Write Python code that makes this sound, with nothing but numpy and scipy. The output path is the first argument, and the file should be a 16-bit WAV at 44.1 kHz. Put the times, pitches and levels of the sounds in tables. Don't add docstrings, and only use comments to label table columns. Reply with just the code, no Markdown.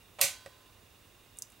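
import sys
import numpy as np
from scipy import signal
from scipy.fft import rfft, irfft
from scipy.io import wavfile

SR = 44100
rng = np.random.default_rng(int(sys.argv[2]) if len(sys.argv) > 2 else 0)


def dump_mix(stems):
    frames = np.atleast_2d(stems).T
    limited = np.clip(frames, -1, 1)
    pcm = np.round(limited * 32767).astype(np.int16)
    wavfile.write(sys.argv[1], SR, pcm)


N = 70560
TIME = np.arange(N) / SR
FREQS = np.maximum(np.fft.rfftfreq(N, 1 / SR), 1)

# (time [s], level [dB], treble edge [Hz])
LANDINGS = [(0.2125, -5.5, 14000), (0.2135, -9, 15000), (.2133, -1.5, 14000), (0.2135, -7, 11000),
            (.2170, 3, 6000)]
# (frequency [Hz], level [dB], time to fall 60 dB [s])
CASE_TONES = [(552, -50, 0.26), (1152, -48.5, 0.11), (1920, -37.5, 0.041), (2510, -29.5, .02),
              (2660, -30, 0.031), (4090, -23, 0.0094), (4970, -32, 0.032), (7000, -25.5, 0.01),
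              (8580, -19.5, .011), (9400, -25, .011), (11780, -13.5, 0.0097), (13100, -15, .007)]
CASE_LOW_HZ = 430
# (frequency [Hz], level [dB per Hz])
CRACK_COLOUR = [(200, -95), (1000, -82.5), (1800, -73), (3000, -67), (8500, -53.5), (13000, -53.5),
                (16000, -63)]
SNAP_S, CRACK_T60_S = 0.2129, 0.022
# (frequency [Hz], level [dB], time to fall 60 dB [s])
SPRING_TONES = [(1025, -58.5, 2), (1504, -51, 0.9), (1556, -59, 1.15), (2096, -54, 0.13), (2275, -41, 0.36),
                (2400, -35.5, 0.25), (2778, -36.5, 0.26), (3250, -51, 0.94), (4004, -54, 0.94),
                (4245, -40.5, .33), (4606, -58.5, 1.3), (6021, -49, 0.14), (6161, -41.5, 0.38)]

# (frequency [Hz], level [dB per Hz])
RING_COLOUR = [(40, -90), (130, -85), (220, -83.5), (460, -84), (552, -63), (640, -71.5), (760, -69.5),
               (880, -81.5), (1120, -72), (1350, -75), (1750, -72.5), (1900, -64.5), (2400, -65),
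               (3200, -68.5), (4200, -65.5), (5600, -68), (6100, -64), (8500, -64), (10500, -67),
               (13000, -69.5), (16000, -80)]
# (frequency [Hz], time to fall 60 dB [s])
RING_T60 = [(150, 0.55), (600, 0.25), (1200, 0.22), (2500, 0.31), (5000, 0.28), (9000, 0.24), (15000, 0.18)]
RING_BUILD_S, RING_HOLD_S = 0.001, 0.025
# (frequency [Hz], level [dB per Hz])
AFTERGLOW_COLOUR = [(300, -110), (1000, -85.5), (3000, -93), (5000, -89.5), (9000, -94), (16000, -108)]
AFTERGLOW_T60_S = 1.0

# (time [s], level [dB], treble edge [Hz])
SLIPS = [(0.1866, 0, 3480), (0.1896, -2, 4530), (0.1921, 5.5, 3020), (0.1964, -1.5, 3500),
         (0.2049, 1, 4460), (0.2069, 4, 7400)]
# (frequency [Hz], level [dB per Hz])
SLIP_COLOUR = [(100, -112), (400, -99), (560, -69), (850, -82.5), (1120, -71.5), (1550, -87.5),
               (2500, -78.5), (5000, -86.5), (9000, -75.5), (16000, -78)]
SLIP_T60_S = 0.06

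# (time [s], frequency [Hz], level [dB], time to fall 60 dB [s])
THUMPS = [(0.227, 143.3, -49.5, 0.23), (0.236, 81, -57, 0.13)]

# (time [s], level [dB])
KNOCKS = [(0.461, -2), (0.52, -23)]
# (frequency [Hz], level [dB], time to fall 60 dB [s])
KNOB_TONES = [(559, -38.5, 0.087), (3180, -40, 0.0047), (722, -57, 0.12), (4860, -45.5, 0.0093),
              (1924, -44, 0.042), (7900, -41.5, 0.01), (8440, -38.5, 0.0032)]
# (frequency [Hz], level [dB per Hz])
KNOCK_COLOUR = [(150, -102), (600, -70.5), (2000, -78), (5000, -90), (10000, -91), (16000, -105)]
KNOCK_T60_S, KNOB_ROOM_DB = 0.035, -8.5

# (time [s], level [dB], pitch [Hz])
TICKS = [(1.3718, -38.5, 8950), (1.3870, -21.5, 8530), (1.4218, -20, 6500), (1.502, -42, 10500),
         (1.5200, -41, 8600)]
TICK_T60_S, TICK_GRIT_DB, TICK_ROOM_DB = 0.0015, -12, -13.5
REBOUND_S, REBOUND_DB = 0.00085, -1.5
TICK_RING_T60_S, TICK_RING_DB = 0.035, -11
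TICK_TOP_HZ = 11900
TICK_LOW_SHARE = 0.73

# (frequency [Hz], level [dB per Hz])
HISS_COLOUR = [(20, -100), (50, -85), (90, -87), (150, -92), (400, -94), (950, -100), (1080, -96),
               (1300, -100.5), (2200, -102.5), (4400, -106), (8000, -107.5), (16000, -109.5)]
# (centre [Hz], width [Hz], middle level [dB rms])
WHIRR = [(2516, 240, -77.5), (2810, 165, -73), (3523, 230, -77.5), (3726, 290, -74.5)]
WHIRR_FLICKER_DB, WHIRR_FLICKER_HZ = 2.6, 24
# (frequency [Hz], level [dB rms])
HUM = [(100, -71.5), (15625, -77.5)]

ROOM_T60_S = 0.22
NEAR_LIKENESS, KNOCK_LIKENESS, RING_LIKENESS, HISS_LIKENESS = 0.97, 0.68, 0.76, 0.7
BASS_ALIKE_HZ = 220
NEAR_PAN_DB, RING_PAN_DB, HISS_PAN_DB = -3.5, -3, -4
CUTOFF_HZ = 16000


def amp(db):
    return 10 ** (np.asarray(db) / 20)


def at_freqs(points):
    hz, value = np.transpose(points)
    return np.interp(np.log(FREQS), np.log(hz), value)


def fade(t60):
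    return amp(-60 * TIME / t60)


def start_at(s, x):
    silence = np.zeros(x.shape[:-1] + (int(s * SR),))
    return np.concatenate([silence, x], axis=-1)[..., :N]


def edge(x, hz, kind, order=2):
    sos = signal.butter(order, min(hz, 0.45 * SR), kind, fs=SR, output="sos")
    return signal.sosfilt(sos, x + 1e-18)


def pan(db):
    return amp(np.array([[db], [-db]]) / 2)


def stereo_noise(likeness):
    mid, side = rng.standard_normal((2, N))
    likeness = np.clip(likeness, 0, 1)
    shared = np.sqrt((1 + likeness) / 2) * mid
    opposed = np.sqrt((1 - likeness) / 2) * edge(side, BASS_ALIKE_HZ, "high", order=1)
    return shared + opposed * np.array([[1], [-1]])


def coloured(spectrum, likeness):
    shaped = rfft(stereo_noise(likeness)) * amp(at_freqs(spectrum))
    return irfft(shaped, N) * np.sqrt(SR / 2)


def struck(modes):
    out = 0
    for k, (hz, db, t60) in enumerate(modes):
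        out = out + (-1) ** k * amp(db) * fade(t60) * np.sin(2 * np.pi * hz * TIME)
    return out


def room(x):
    echoes = stereo_noise(RING_LIKENESS) * fade(ROOM_T60_S) * (1 - np.exp(-TIME / RING_BUILD_S))
    echoes = echoes / np.sqrt(np.sum(echoes ** 2) / 2)
    return signal.fftconvolve(x[None], echoes, axes=1)[:, :N]


def snap():
    case = struck(CASE_TONES)
    blows = sum(start_at(s, amp(db) * edge(case, hz, "low")) for s, db, hz in LANDINGS)
    crack = coloured(CRACK_COLOUR, NEAR_LIKENESS) * fade(CRACK_T60_S)
    crack_and_spring = start_at(SNAP_S, crack + struck(SPRING_TONES))
    return edge(blows + crack_and_spring, CASE_LOW_HZ, "high")


def snap_ring():
    dense = rfft(coloured(RING_COLOUR, RING_LIKENESS))
    centres, t60s = np.transpose(RING_T60)
    out = 0
    for band, t60 in zip(np.eye(len(centres)), t60s):
        share = at_freqs(np.column_stack([centres, band]))
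        envelope = np.minimum(1, fade(t60) * amp(60 * RING_HOLD_S / t60))
        out = out + irfft(dense * share, N) * envelope
    out = out + coloured(AFTERGLOW_COLOUR, RING_LIKENESS) * fade(AFTERGLOW_T60_S)
    return start_at(SNAP_S, out * (1 - np.exp(-TIME / RING_BUILD_S)))


def ramp():
    out = 0
    for s, db, hz in SLIPS:
        slip = coloured(SLIP_COLOUR, NEAR_LIKENESS) * fade(SLIP_T60_S)
        out = out + start_at(s, amp(db) * edge(slip, hz, "low"))
    return out


def rocking():
    return sum(start_at(s, edge(struck([(hz, db, t60)]), 2 * hz, "low")) for s, hz, db, t60 in THUMPS)


def knob_release():
    contact = coloured(KNOCK_COLOUR, KNOCK_LIKENESS)[0] * fade(KNOCK_T60_S)
    knock = struck(KNOB_TONES) + contact
    knocks = sum(start_at(s, amp(db) * knock) for s, db in KNOCKS)
    return knocks + amp(KNOB_ROOM_DB) * room(knocks)


def ticks():
    out = 0
    for s, db, hz in TICKS:
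        grit = amp(TICK_GRIT_DB) * rng.standard_normal(N)
        ping = fade(TICK_T60_S) * (np.sin(2 * np.pi * hz * TIME) + grit)
        rebound = amp(REBOUND_DB) * start_at(REBOUND_S, ping)
        b, a = signal.iirpeak(hz, 1.6, fs=SR)
        ring = signal.lfilter(b, a, rng.standard_normal(N)) * fade(TICK_RING_T60_S)
        tick = ping + rebound + amp(TICK_RING_DB) * ring
        thin_tick = edge(tick, TICK_LOW_SHARE * hz, "high", order=6)
        out = out + amp(db) * start_at(s, thin_tick)
    out = edge(out, TICK_TOP_HZ, "low")
    return out + amp(TICK_ROOM_DB) * room(out)


def whirr():
    flicker = edge(rng.standard_normal(N), WHIRR_FLICKER_HZ, "low")
    swing_db = WHIRR_FLICKER_DB * np.tanh(2 * flicker / flicker.std())
    out = 0
    for hz, width, db in WHIRR:
        limits = [hz - width / 2, hz + width / 2]
        sos = signal.butter(2, limits, "band", fs=SR, output="sos")
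        band = signal.sosfilt(sos, stereo_noise(HISS_LIKENESS))
        out = out + band / band.std() * amp(db + swing_db)
    return out


def hum():
    return sum(np.sqrt(2) * amp(db) * np.sin(2 * np.pi * hz * TIME) for hz, db in HUM)


def background():
    return coloured(HISS_COLOUR, HISS_LIKENESS) + whirr() + hum()


def scene():
    near = snap() + ramp() + rocking() + knob_release()
    ringing = snap_ring() + ticks()
    return pan(NEAR_PAN_DB) * near + pan(RING_PAN_DB) * ringing + pan(HISS_PAN_DB) * background()


def record(dry):
    sos = signal.ellip(10, 0.1, 75, CUTOFF_HZ, fs=SR, output="sos")
    return signal.sosfilt(sos, dry)


dry = scene()
out = record(dry)
dump_mix(out)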